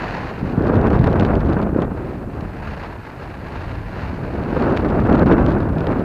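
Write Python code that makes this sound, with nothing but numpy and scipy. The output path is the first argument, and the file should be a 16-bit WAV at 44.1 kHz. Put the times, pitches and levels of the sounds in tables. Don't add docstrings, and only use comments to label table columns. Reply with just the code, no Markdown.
import sys
import numpy as np
from scipy import signal
from scipy.fft import rfft, irfft
from scipy.io import wavfile
from scipy.ndimage import uniform_filter1d

SR = 44100
rng = np.random.default_rng(int(sys.argv[2]) if len(sys.argv) > 2 else 0)


def digitize_waveform(pressure):
    field = np.atleast_2d(pressure).T
    bounded = np.clip(field, -1, 1)
    quanta = np.round(bounded * 32767).astype(np.int16)
    wavfile.write(sys.argv[1], SR, quanta)


N = 266364
TIME = np.arange(N) / SR
FREQ = np.fft.rfftfreq(N, 1 / SR) + 1e-3
FULL_GUST_DB = -18


def undb(db):
    return 10 ** (np.asarray(db) / 20)


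def curves(table):
    t_s, *columns = np.transpose(table)
    return [np.interp(TIME, t_s, column) for column in columns]


def unit(x):
    return x / np.sqrt(np.mean(x ** 2))


def colour(x, points):
    hz, db = np.transpose(points)
    gain = undb(np.interp(np.log(FREQ), np.log(hz), db))
    return irfft(rfft(x) * unit(gain), N)


def walk(rate_hz):
    hold = max(int(SR / rate_hz), 2)
    levels = rng.standard_normal(N)[:N // hold + 1]
    return unit(uniform_filter1d(np.repeat(levels, hold), hold)[:N])


def eddies(per_s):
    struck = rng.random(N) < per_s / SR
    return unit(rng.standard_normal(N) * struck)


# t/s, level/dB (relative)
GUST_STRENGTH = [(0, -29), (0.38, -32), (0.62, -19), (0.8, -16.5), (1.15, -15.5), (1.38, -18), (1.62, -18),
                 (1.92, -26), (2.25, -32), (2.6, -35.5), (3.3, -36), (3.9, -36.5), (4.26, -29.5),
                 (4.5, -21.5), (4.95, -18), (5.2, -16), (5.55, -19.5), (5.78, -21), (6.04, -22)]
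# t/s at the middle, length/s, lift/dB
WIND_PUFFS = [(1.348, 0.071, 2.5), (1.714, 0.095, -2.5), (1.803, 0.14, 4.5), (2.39, 0.21, 4.5),
              (4.659, 0.16, 5), (5.249, 0.03, -11.5), (5.336, 0.06, 3.5), (5.914, 0.23, 2)]


def wind(surge_db=1.07, surges_per_s=9):
    gust_db, = curves(GUST_STRENGTH)
    for mid_s, length_s, lift_db in WIND_PUFFS:
        phase = np.clip((TIME - mid_s) / length_s, -.5, .5)
        gust_db = gust_db + lift_db * np.cos(np.pi * phase)
    return gust_db + surge_db * walk(surges_per_s)


# t/s, level/dB (relative)
RUMBLE_DRIVE = [(0, -33.5), (0.35, -33), (0.75, -21.5), (1.2, -19.5), (1.8, -27), (2.1, -31.5), (2.7, -32),
                (3.1, -39), (3.8, -30.5), (4.45, -28.5), (5.2, -20), (6.04, -27)]
# (per Hz, relative)
GUST_SPECTRUM = [(15, -31), (26, -9.5), (40, -1.5), (80, 0.5), (170, -0.5), (330, -3), (600, -10),
                 (1100, -18), (1550, -21), (2100, -35), (2700, -38.5), (3300, -58.5), (4300, -61.5),
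                 (7000, -78)]


def buffet(gust_db, level_db=2.5, deep_db=5, steepen=0.097, flutter_db=1.16, burst_db=1.5,
           cascade=0.19, own_db=0.87):
    rumble_db, = curves(RUMBLE_DRIVE)
    pressure = rfft(colour(eddies(per_s=6000), GUST_SPECTRUM))
    churn_db = flutter_db * walk(55) + burst_db * walk(170)
    out = 0
    for octave in range(-4, 7):
        place = np.log2(FREQ / 300) - octave
        layer = irfft(pressure * np.clip(1 - abs(place), 0, 1), N)
        large = np.clip(-octave / 2, 0, 1)
        small = np.clip(octave, 0, 3)
        drive_db = gust_db + large * (rumble_db - gust_db + deep_db)
        drive_db = drive_db + steepen * small * (gust_db - FULL_GUST_DB)
        churn_share = 1 - large + cascade * small
        bursts = unit(undb(churn_db * churn_share + own_db * walk(30)))
        out = out + layer * undb(drive_db) * bursts
    return out * undb(level_db)


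# t/s, peak level/dB (relative), nominal f/Hz
THUMP_EVENTS = [(0.431, -4.5, 153), (0.451, -7, 130), (0.534, -7.5, 135), (0.582, 2.5, 157),
                (1.001, 4, 133), (1.106, 0, 132), (1.14, -1, 369), (1.249, -2.5, 191), (1.731, -2.5, 233),
                (1.763, 3.5, 280), (1.79, 2, 237), (2.378, -14, 145), (5.26, 0, 152), (5.323, 1, 157),
                (5.33, 4.5, 345), (5.396, 0.5, 202), (5.42, 1, 222)]


def thumps(level_db=-5.0, sharpness=3.27):
    out = np.zeros(N)
    for t_s, peak_db, hz in THUMP_EVENTS:
        near = abs(TIME - t_s) < 2 / hz
        distance_sq = (sharpness * hz * (TIME[near] - t_s)) ** 2
        out[near] -= undb(peak_db + level_db) * (1 - 2 * distance_sq) * np.exp(-distance_sq)
    return out


# t/s, onset level/dB (relative)
SPIT_EVENTS = [(0.992, -28), (1.0415, -18), (1.072, -18.5), (1.129, -23), (1.1978, -16.5), (1.209, -19),
               (1.354, -23), (1.4052, -28), (1.8196, -22), (2.4085, -25.5), (4.9018, -22), (5.001, -26),
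               (5.153, -22), (5.1948, -21), (5.2608, -21.5), (5.3222, -16), (5.463, -19), (5.6032, -30),
               (5.8695, -20.5), (5.919, -26)]
# (per Hz, relative)
CRACKLE_SPECTRUM = [(300, -3), (1500, 9), (2600, 2.5), (3300, -2), (4300, -4.5), (5600, -15.5),
                    (7000, -22.5), (9000, -32), (15000, -37.5)]


def crackle(gust_db, spit_db=-4, decay_s=0.0019, spray_db=-43.0, spread_db=7, cluster_db=3, growth=1.8):
    spits = np.zeros(N)
    for t_s, onset_db in SPIT_EVENTS:
        spits[int(t_s * SR)] += undb(onset_db + spit_db)
    spits = signal.lfilter([1], [1, -np.exp(-1 / (decay_s * SR))], spits)
    grains_db = spread_db * np.minimum(walk(500), 2.5)
    spray = unit(undb(grains_db + cluster_db * walk(45)))
    over_full_db = np.minimum(gust_db - FULL_GUST_DB, 1)
    spray = spray * undb(spray_db + growth * over_full_db)
    return colour((spits + spray) * rng.standard_normal(N), CRACKLE_SPECTRUM)


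# t/s, level/dB (relative)
RUSH_LEVEL = [(0, -41), (0.17, -41), (0.3, -46.5), (0.5, -49.5), (0.75, -59.5), (1.8, -65), (2.02, -51),
              (2.27, -56), (2.64, -48.5), (2.8, -44.5), (2.92, -50.5), (3.4, -49.5), (3.62, -46),
              (3.88, -49), (4.02, -44.5), (4.25, -50), (4.7, -46.5), (5.2, -61), (6.04, -54)]
# (per Hz, relative)
RUSH_SPECTRUM = [(100, -32), (400, -8), (900, -5), (1250, -10.5), (1650, -9), (2150, -16), (2700, -18),
                 (3300, -29.5), (4400, -27.5), (5700, -40.5), (6700, -42), (8000, -55.5), (15000, -70)]


def rush(level_db=12, flicker_db=1.16, grain_db=1.54, brighten=0.25, treble_hz=3000, usual_db=-50):
    rush_db, = curves(RUSH_LEVEL)
    wash = colour(eddies(per_s=9000), RUSH_SPECTRUM)
    treble = irfft(rfft(wash) / (1 + (treble_hz / FREQ) ** 2), N)
    wash = wash + treble * (undb(brighten * (rush_db - usual_db)) - 1)
    unsteady_db = flicker_db * walk(22) + grain_db * walk(150)
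    return wash * undb(rush_db + level_db + unsteady_db)


def hiss(level_db=-64.5):
    noise = colour(rng.standard_normal(N), [(1000, -7.5), (8000, 3.5), (15000, 0.5)])
    return undb(level_db) * noise


def scene():
    gust_db = wind()
    mix = buffet(gust_db) + thumps() + crackle(gust_db) + rush() + hiss()
    return mix[None]


def record(dry, ceiling=.715, knee=8, top_hz=15500):
    rounded = dry / (1 + abs(dry / ceiling) ** knee) ** (1 / knee)
    low_pass = signal.ellip(12, .2, 80, top_hz, fs=SR, output="sos")
    return signal.sosfilt(low_pass, rounded)


dry = scene()
out = record(dry)
digitize_waveform(out)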